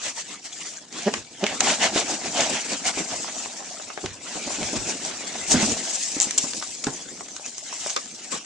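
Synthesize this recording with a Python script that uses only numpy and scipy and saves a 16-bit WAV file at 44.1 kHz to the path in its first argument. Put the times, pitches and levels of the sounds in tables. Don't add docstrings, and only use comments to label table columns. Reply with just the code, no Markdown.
import sys
import numpy as np
from scipy import signal
from scipy.fft import rfft, irfft, next_fast_len
from scipy.io import wavfile
from scipy.ndimage import uniform_filter1d, map_coordinates

SR = 44100
rng = np.random.default_rng(int(sys.argv[2]) if len(sys.argv) > 2 else 0)


def dump_mix(stems):
    frames = np.atleast_2d(stems).T
    limited = np.clip(frames, -1, 1)
    pcm = np.round(limited * 32767).astype(np.int16)
    wavfile.write(sys.argv[1], SR, pcm)


N = 372644
TIME = np.arange(N) / SR


def amp(db):
    return 10 ** (np.asarray(db) / 20)


def unit(x):
    return x / np.sqrt(np.mean(x ** 2) + 1e-20)


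def along(points, hz):
    f, v = np.transpose(points)
    return np.interp(np.log(hz + 1), np.log(f + 1), v)


def curves(rows):
    s, *cols = np.transpose(rows)
    return [np.interp(TIME, s, c) for c in cols]


def filtered(x, response):
    n = x.shape[-1]
    m = next_fast_len(n + 4096)
    return irfft(rfft(x, m) * response(np.fft.rfftfreq(m, 1 / SR)), m)[..., :n]


def resonance(f, hz, width):
    return 1j * f * width / (hz * hz - f * f + 1j * f * width)


def add(track, s, sound):
    start = round(s * SR)
    track[..., start:start + sound.shape[-1]] += sound[..., :N - start]


# pitch_hz [Hz], likeness [correlation]
EAR_LIKENESS = [(60, 0.39), (200, 0.87), (600, 0.85), (1200, 0.8), (2500, 0.7), (5200, 0.32), (9000, 0.12)]


def spread(pair, spectrum):
    def colour(f):
        turn = np.arccos(np.clip(along(EAR_LIKENESS, f), -1, 1)) / 2
        return amp(along(spectrum, f)) * np.array([np.cos(turn), np.sin(turn)])
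    mid, side = filtered(pair, colour)
    return unit(np.array([mid + side, mid - side]))


def grains(rate, scatter_db, clump_db, clump_rate):
    knots = rng.standard_normal(int(N * clump_rate / SR) + 4)
    clumps = amp(clump_db * map_coordinates(knots, [TIME * clump_rate], order=1))
    hit = rng.random((2, N)) < rate / SR
    size = amp(scatter_db * np.minimum(rng.standard_normal((2, N)), 2))
    sign = rng.choice([-1, 1], (2, N))
    return hit * size * sign * clumps / np.sqrt(rate)


def patches(pair, depth_db, cell_hz, cell_s):
    hz, t, z = signal.stft(pair, SR, nperseg=512)
    field = rng.standard_normal((200, 1200))
    cells = np.meshgrid(hz / cell_hz, t / cell_s, indexing="ij")
    pattern = map_coordinates(field, cells, order=1, mode="wrap")
    gain = amp(np.interp(t, TIME, depth_db) * pattern)
    gain = gain / np.sqrt(np.mean(gain ** 2, axis=0))
    return signal.istft(z * gain, SR, nperseg=512)[1][:, :N]


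# time_s [s], scrape_db [dB],
# then hiss_db, cavity_db, wall_db [dB relative to the scrape]
STEADY_DRAG = [(0, -52.5, 3.6, -11, -4.5), (.88, -57, 1, 1.5, -2), (1.2, -49, 1, -10, -15),
               (1.36, -49, 2.2, -5, -3), (1.6, -41, 4.6, -7, 0), (2.2, -41.5, 6.9, -1.5, -0.5),
               (2.62, -35.5, 4.2, -9, -10.5), (2.82, -41.5, 6.2, -3, -4), (3.2, -39, 6.1, -3, -7),
               (3.6, -45, 7.3, -1, -5.5), (3.9, -46.5, 7.5, -2.5, -7.5), (4.2, -47, 1.4, -5.5, -5.5),
               (4.28, -39.5, 5, -5, -5), (4.7, -37.5, 5.3, -4, -5), (5.25, -39, 2.7, -5.5, -5.5),
               (5.78, -36, 6.6, -3.5, -3.5), (6.03, -39, 11.8, -8, -13), (6.2, -39, 6.5, -5, -7),
               (6.52, -43, 11.3, -5, -2), (6.76, -48, 12.2, -9, -4.5), (7.12, -48.5, 8.1, -4.5, 0),
               (7.58, -50, 10.3, -5.5, -6.5), (7.82, -39.5, 8.1, -6, -14.5), (8.12, -49, 9.3, -8, -4.5),
               (8.45, -45.5, 4.6, -6, -10)]
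# middle_s [s], length_s [s], scrape_db [dB],
# then hiss_db, cavity_db, wall_db [dB relative to the scrape]
SHOVES = [(0.064, 0.081, -32, 3.5, -11.5, -14), (0.193, 0.061, -36, 6, -13, -30),
          (0.318, 0.099, -42.5, 5.5, -10, -8), (0.463, 0.031, -40.5, 7, -12, -12),
          (0.653, 0.26, -43.5, 7.5, -11.5, -12), (0.987, 0.091, -36, 2, -12, -7),
          (1.065, 0.096, -34.5, -7, -6, -10), (1.162, 0.075, -37.5, 3.5, -5.5, -1.5),
          (1.435, 0.07, -37, -9, 0, -9), (1.518, 0.081, -32.5, -1.5, -4, -10),
          (1.64, 0.035, -30.5, 2, 0, -5), (1.702, 0.085, -23, 1, -0.5, -11),
          (1.844, 0.063, -21.5, -3, 0.5, -9), (1.983, 0.066, -22.5, -0.5, -4, -11.5),
          (2.117, 0.082, -31.5, 2.5, 0, -3), (2.261, 0.059, -32, 1, -3.5, -7),
          (2.41, 0.1, -24.5, -1, -1.5, -10.5), (2.536, 0.09, -29, -0.5, -3.5, -7.5),
          (2.731, 0.049, -29.5, 1, -2.5, -6), (2.88, 0.043, -24, 3.5, -9, -15.5),
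          (2.992, 0.049, -30, 1, -7, -2.5), (3.129, 0.052, -35, 1, -4, -4),
          (3.286, 0.04, -38.5, -1, -18, -22), (3.446, 0.063, -39, 3.5, -10, -18),
          (4.063, 0.063, -43.5, 6, -15, 2), (4.372, 0.028, -39.5, 1, 2.5, 4),
          (4.54, 0.052, -37, 1.5, -8, -21), (4.612, 0.033, -39.5, 7, 2, 6),
          (4.666, 0.07, -41.5, 12.5, -16, -16), (4.768, 0.029, -32, -8, -0.5, 1),
          (4.904, 0.061, -36.5, 4.5, 2.5, 4), (5.071, 0.066, -40.5, 8, 3.5, -18),
          (5.353, 0.03, -36.5, -6, -9, -10), (5.524, 0.033, -27.5, 11, -2, -10),
          (5.571, 0.098, -28.5, 0, -8, 2), (5.633, 0.051, -28.5, 9, -0.5, -6),
          (5.695, 0.072, -33, 10.5, -7, 3.5), (6.423, 0.054, -47, 18.5, -11, -16),
          (6.566, 0.017, -47.5, 17, -15, -13), (6.922, 0.16, -48, 8, 0, 3), (7.485, 0.035, -44, 8, -7, -15),
          (7.883, 0.072, -42, 10, -8, -21), (8.25, 0.019, -43, 6.5, -7, -16),
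          (8.327, 0.024, -36, 7.5, -8, -9), (8.361, 0.05, -36.5, 5.5, -6, -2.5)]
SHOVE_EDGE_DB = 5.5


def effort():
    drag_db, *colour_db = curves(STEADY_DRAG)
    power = amp(drag_db + np.array([np.zeros(N), *colour_db])) ** 2
    for s, length, db, *colour in SHOVES:
        near = slice(*np.searchsorted(TIME, [s - 2 * length, s + 2 * length]))
        swell_db = db - SHOVE_EDGE_DB * (2 * (TIME[near] - s) / length) ** 2
        power[:, near] += amp(swell_db + np.array([0, *colour])[:, None]) ** 2
    return 10 * np.log10(power)


# start_s [s], level_db [dB of rumble]
BOX_LURCHES = [(1.17, -48), (4.04, -37), (4.61, -38), (4.75, -37), (5.48, -38), (5.55, -40), (6.87, -46),
               (8.33, -60)]
LURCH_RISE_S, LURCH_T60_S = 0.0083, 0.42
SWAY_DB = -17


def sway(wall_db):
    level, t = amp(wall_db + SWAY_DB), np.arange(SR) / SR
    for s, db in BOX_LURCHES:
        add(level, s, np.minimum(t / LURCH_RISE_S, 1) * amp(db - 60 * t / LURCH_T60_S))
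    lumps = grains(600, scatter_db=6.0, clump_db=6.0, clump_rate=29)
    return level * spread(lumps, [(20, -16), (45, -7), (70, -1.5), (110, 4.0), (170, -13), (350, -35)])


# each pitch_hz [Hz], level_db [relative dB per Hz]
SCRAPE_TONE = [(60, -54), (300, -31), (700, -7.5), (1000, -3.5), (1400, -0.5), (2000, 2), (2600, 2),
               (3400, 0), (4500, -3), (6000, -8.5), (9000, -37)]
HISS_TONE = [(100, -55), (1300, -28), (2500, -13.5), (4300, -4.5), (5400, -1.5), (6500, -2), (7800, 1),
             (9000, -1.5), (11000, -14.5)]
CAVITY_TONE = [(80, -57), (350, -17), (520, -4.5), (610, 2), (690, 3.5), (820, 0), (960, -5.5),
               (1300, -22.5)]
WALL_TONE = [(25, -50), (60, -17), (115, -19.5), (165, -4), (250, 1.5), (320, -1), (420, -4), (520, -6.5),
             (800, -32.5)]
MIDDLE_DIP_HZ, MIDDLE_DIP_WIDTH_HZ = 1360, 570
MIDDLE_DIP_SCALE_DB = 16


def rustle(scrape_db, hiss_db, cavity_db, wall_db):
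    rate = 5500 * amp(.6 * (scrape_db + 40))
    sparse = np.clip((5500 / rate) ** 0.5, .75, 1.45)

    foam = grains(rate, scatter_db=2.6 * sparse, clump_db=1.86 * sparse, clump_rate=80)
    foam = patches(foam, depth_db=5.4 * sparse, cell_hz=261, cell_s=.029)
    scrape = spread(foam, SCRAPE_TONE)
    middle_dip = np.clip(2 * (hiss_db - scrape_db) / MIDDLE_DIP_SCALE_DB - .9, 0, .65)
    middle = filtered(scrape, lambda f: resonance(f, MIDDLE_DIP_HZ, MIDDLE_DIP_WIDTH_HZ))
    scrape = amp(scrape_db - 1.86) * (scrape - middle_dip * middle)

    fine = grains(2 * rate, scatter_db=5.5, clump_db=2.0, clump_rate=80)
    fine = patches(fine, depth_db=3.0 * sparse, cell_hz=350.0, cell_s=.025)
    hiss = amp(hiss_db - 3.5) * spread(fine, HISS_TONE)

    hollow = grains(rate / 3, scatter_db=4.0, clump_db=3.5, clump_rate=70)
    hollow = patches(hollow, depth_db=2.7 * sparse, cell_hz=149.5, cell_s=.04)
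    cavity = amp(cavity_db - 1.64) * spread(hollow, CAVITY_TONE)

    presses = grains(rate / 2, scatter_db=2.5, clump_db=3.0, clump_rate=50)
    wall = amp(wall_db - 0.1) * spread(presses, WALL_TONE)
    return scrape + hiss + cavity + wall + sway(wall_db)


def ticks(scrape_db, rate=55, scatter_db=2.5, gain_db=6, pitch_hz=2400, octaves=0.7, damping=0.36, t60=0.007):
    track, t = np.zeros((2, N)), np.arange(SR // 50) / SR
    for _ in range(int(rate * N / SR)):
        s = rng.uniform(0, TIME[-1])
        size, tone = np.clip(rng.standard_normal(2), -2, 2)
        hz = pitch_hz * 2 ** (octaves * tone)
        push = (t == 0) + 0.33 * rng.standard_normal((2, len(t))) * amp(-60 * t / t60)
        tap = filtered(push, lambda f: resonance(f, hz, damping * hz))
        level = amp(scrape_db[int(s * SR)] + gain_db + scatter_db * size)
        add(track, s, level * tap / np.abs(tap).max())
    return track


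# middle_s [s], half_length_s [s], pitch_hz [Hz], level_db [dB of the fundamental]
SHORT_TONES = [(0.179, 0.0045, 888, -33.5), (0.531, 0.006, 3400, -36), (0.772, 0.0016, 6600, -34)]


def wavering_tones(waver=0.085, octave_db=-3):
    track, t = np.zeros(N), np.arange(-SR // 50, SR // 50) / SR
    for s, half, hz, db in SHORT_TONES:
        drift = unit(uniform_filter1d(rng.standard_normal(len(t)), size=16))
        phase = 2 * np.pi * np.cumsum(hz * (1 + waver * drift)) / SR
        tone = np.sin(phase) + amp(octave_db) * np.sin(2 * phase)
        add(track, s + t[0], amp(db) * np.exp(-(t / half) ** 2) * tone)
    return np.array([track, track])


# snap_s [s], level_db [dB before gain_db], ring_hz [Hz]
EDGE_CLICKS = [(0.926, -23, 5500), (1.1389, -7, 2150), (1.4402, -7, 2830), (1.4655, -7.5, 2820),
               (1.6057, 0, 6460), (1.607, -4, 3270), (2.407, -4.5, 6000), (4.06, -16, 2500),
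               (4.63, -14.5, 2900), (5.05, -15, 6400), (5.518, -7, 6200), (6.3092, -7, 6950),
               (6.534, -15, 4530), (6.625, -17.5, 1490), (6.84, -13, 6040), (6.8434, -13, 5830),
               (6.868, -14.5, 1550), (7.286, -29, 2200), (7.3647, -18, 6100), (7.456, -22, 6400),
               (7.462, -16, 6360), (7.581, -16.5, 6000), (7.898, -12.5, 5200), (7.903, -11.5, 6800),
               (7.9631, -9.5, 5200), (7.9744, -16, 5400), (8.058, -24, 5460), (8.2455, -22, 5000)]


def clicks(t60=0.017, damping=0.42, crack=0.49, spike=2, lead=0.0096, lead_db=-20, gain_db=-3):
    track, t = np.zeros((2, N)), np.arange(-SR // 50, SR // 20) / SR
    swell = np.where(t < 0, amp(lead_db + 20 * t / lead), amp(-60 * t / t60))
    for s, db, hz in EDGE_CLICKS:
        chatter = spread(rng.standard_normal((2, len(t))), [(100, 3.0), (11000, -6.0)]) * swell
        push = chatter + spike * (t == 0)

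        def edge(f):
            ring = resonance(f, hz, damping * hz) + crack * resonance(f, 2800, 7500)
            return ring / (1 + .4j * f / hz)
        snap = filtered(push, edge)
        add(track, s + t[0], amp(db + gain_db) * snap / np.abs(snap).max())
    return track


# middle_s [s], half_length_s [s], rate_hz [slips per s], level_db [dB at the middle]
CARDBOARD_CREAKS = [(1.075, 0.012, 203, -9.5), (1.436, 0.0095, 193, -12)]
# pitch_hz [Hz], width_hz [Hz], level_db [relative dB]
FLAP_MODES = [(214, 200, 3), (450, 450, 5.5), (676, 310, 5.5), (1860, 260, -3.5)]


def creaks(count=7, quicken=0.023, jitter=0.029, soft_hz=750, harden=1.7, lowest_hz=110):
    def modes(f):
        return sum((-1) ** k * amp(level) * resonance(f, hz, width)
                   for k, (hz, width, level) in enumerate(FLAP_MODES))

    track = np.zeros(N)
    for s, half, rate, db in CARDBOARD_CREAKS:
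        for step in np.arange(count) - count // 2:
            delay = (step - quicken * step ** 2 + jitter * rng.standard_normal()) / rate
            flap = filtered(signal.unit_impulse(SR // 20), modes)

            def contact(f):
                bass_loss = 1j * f / (lowest_hz + 1j * f)
                return (bass_loss / (1 + 1j * f / (soft_hz * harden ** step))) ** 2
            flap = filtered(flap, contact)
            add(track, s + delay, amp(db) * np.exp(-(delay / half) ** 2) * flap / np.abs(flap).max())
    return np.array([track, track])


# start_s [s], level_db [dB before gain_db], wall_hz [Hz], t60_s [s]
BOX_KNOCKS = [(1.615, -17, 770, 0.053), (1.958, -10.5, 288, 0.019), (2.972, -17, 300, 0.023),
              (4.039, -19, 370, 0.035), (4.048, -27, 172, 0.048), (4.355, -23.5, 300, 0.025),
              (4.474, -20, 282, 0.031), (4.585, -23, 300, 0.046), (4.622, -19, 208, 0.039),
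              (4.731, -19, 300, .04), (4.888, -25, 410, 0.045), (5.541, -10.5, 248, 0.11),
              (5.547, -15, 179, 0.067), (5.628, -12.5, 216, 0.087), (6.166, -20, 285, 0.051),
              (6.269, -25.5, 232, 0.037), (6.439, -20, 258, 0.032), (6.869, -12.5, 270, 0.041),
              (6.872, -21.5, 431, 0.05), (6.881, -26, 138, 0.09)]


def knocks(rise=0.00082, rattle_t60=0.1, rattle_db=-12, gain_db=-1):
    track, t = np.zeros((2, N)), np.arange(SR // 5) / SR
    rattle_tone = [(30, -24), (110, -14.0), (400, -3.0), (750, -4), (1300, -11.5), (4000, -34.0), (11000, -46)]
    for s, db, hz, t60 in BOX_KNOCKS:
        swing = np.sin(2 * np.pi * hz * t) * amp(-60 * t / t60)
        rattle = spread(rng.standard_normal((2, len(t))), rattle_tone)
        rattle = amp(rattle_db - 60 * t / rattle_t60) * rattle
        add(track, s, amp(db + gain_db) * (1 - np.exp(-t / rise)) * (swing + rattle))
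    return track


# start_s [s], level_db [peak dB before gain_db], ring_hz [Hz]
PEANUT_TAPS = [(3.2453, -21.5, 890), (3.286, -23, 674), (3.367, -31, 704), (3.459, -22.5, 680),
               (3.605, -28, 720), (3.625, -30, 840), (3.799, -26.5, 636), (3.9021, -24.5, 925),
               (3.9761, -16, 686), (4.354, -28, 610), (4.505, -21.5, 700), (5.209, -26.5, 670),
               (5.344, -29, 650), (6.615, -28, 790), (7.208, -22.5, 660), (7.397, -29, 696),
               (7.727, -23, 1040), (7.8625, -18.5, 750)]


def taps(t60=0.023, damping=0.67, chatter=0.14, soft_hz=2400, gain_db=0):
    track, t = np.zeros((2, N)), np.arange(SR // 16) / SR
    for s, db, hz in PEANUT_TAPS:
        push = (t == 0) + chatter * amp(-60 * t / t60) * rng.standard_normal((2, len(t)))
        tap = filtered(push, lambda f: resonance(f, hz, damping * hz) / (1 + 1j * f / soft_hz))
        add(track, s, amp(db + gain_db) * tap / np.abs(tap).max())
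    return track


# start_s [s], length_s [s], first_gap_s [s],
# level_db [dB before gain_db]
FOAM_RUNS = [(6.2013, 0.053, 0.0095, -6), (6.3788, 0.012, .0035, -3.5)]
SLIP_SHRINK, SLIP_LAST_GAP = .62, .35
SLIP_FADE_DB = 16


def slips(t60=0.01, skin_hz=7350, skin_width_hz=1500, crack=0.2,
          rub_t60=0.033, rub_db=-15, gain_db=2.0, count=12):
    track, t = np.zeros((2, N)), np.arange(SR // 20) / SR
    gaps = SLIP_LAST_GAP + (1 - SLIP_LAST_GAP) * SLIP_SHRINK ** np.arange(count)
    steps = np.cumsum([0, *gaps])
    moments = [(start + delay, db - SLIP_FADE_DB * (delay / length) ** 2)
               for start, length, gap, db in FOAM_RUNS for delay in gap * steps if delay < length]
    rub_tone = [(200, -18), (900, -5.0), (1600, -14), (3200, -1), (7000, 0), (11000, -2.0)]
    for s, db in moments:
        pitch = skin_hz * (1 + 0.042 * rng.standard_normal())
        push = (t == 0) + 0.16 * rng.standard_normal((2, len(t))) * amp(-60 * t / t60)

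        def skin(f):
            ring = resonance(f, pitch, skin_width_hz) + crack * resonance(f, 3700, 3500)
            return ring * resonance(f, 6300, 7300)
        ping = filtered(push, skin)
        rub = amp(rub_db - 1 - 60 * t / rub_t60) * spread(rng.standard_normal((2, len(t))), rub_tone)
        add(track, s, amp(db + gain_db) * (ping / np.abs(ping).max() + rub))
    return track


# start_s [s], level_db [peak dB], chatter_t60_s [s]
PANEL_BLOWS = [(7.964, -14, 0.047), (8.322, -23, 0.17)]
# pitch_hz [Hz], level_db [relative dB]
PANEL_RING = [(560, -0.5), (1140, 1.5), (2290, -3), (3490, -0.5)]


def panel(width_hz=75, crack=0.21, chatter=0.28, soft_hz=2600):
    def body(f):
        ring = sum(amp(db) * resonance(f, hz, width_hz) for hz, db in PANEL_RING)
        return (ring + crack * resonance(f, soft_hz / 2, soft_hz)) / (1 + 1j * f / soft_hz)

    track, t = np.zeros((2, N)), np.arange(SR // 10) / SR
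    for s, db, t60 in PANEL_BLOWS:
        push = (t == 0) + chatter * amp(-60 * t / t60) * rng.standard_normal((2, len(t)))
        blow = filtered(push, body)
        add(track, s, amp(db) * blow / np.abs(blow).max())
    return track


def room(x, t60=0.12, wet_db=-12):
    t = np.arange(SR // 3) / SR
    tail = spread(rng.standard_normal((2, len(t))), [(200, -2.0), (2000, 2.5), (10000, -7.5)])
    tail = tail * amp(-60 * t / t60) * (t > .004)
    return x + amp(wet_db) * signal.fftconvolve(x, tail / np.linalg.norm(tail[0]), axes=1)[:, :N]


# pitch_hz [Hz], level_db [relative dB per Hz]
ROOM_TONE = [(25, -34), (70, -21), (150, 4.5), (250, -11), (500, -14), (1500, -21), (7000, -30),
             (11000, -30)]


def scene():
    scrape_db, hiss_db, cavity_db, wall_db = effort()
    quiet = amp(-66.0) * spread(rng.standard_normal((2, N)), ROOM_TONE)
    contacts = ticks(scrape_db) + wavering_tones() + clicks() + creaks()
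    contacts = contacts + knocks() + taps() + slips() + panel()
    return rustle(scrape_db, hiss_db, cavity_db, wall_db) + room(contacts) + quiet


# pitch_hz [Hz], width_hz [Hz], boost_db [dB]
PORT_RINGS = [(7100, 1020, 8), (6100, 1000, 7)]
# pitch_hz [Hz], level_db [dB]
PORT_TREBLE = [
    [(7500, 1), (8600, -3), (10000, -6), (11500, -30)],
    [(6300, 1.5), (7500, -3.5), (8600, -19), (11500, -29)],
]
TOP_HZ = 11200


def record(dry):
    def ports(f):
        rings = [(1 + (amp(db) - 1) * resonance(f, hz, width)) * amp(along(fall, f))
                 for (hz, width, db), fall in zip(PORT_RINGS, PORT_TREBLE)]
        tilt = amp(along([(50, -7.0), (200, -0.84), (2000, 0.0), (4500, 1.0)], f))
        delay = np.exp(-2j * np.pi * f * 2.4e-5)
        return np.array([rings[0] * tilt * delay, rings[1]])
    clipped = np.clip(filtered(dry, ports), -1, 1)
    return filtered(clipped, lambda f: 1 / (1 + (f / TOP_HZ) ** 80))


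dry = scene()
out = record(dry)
dump_mix(out)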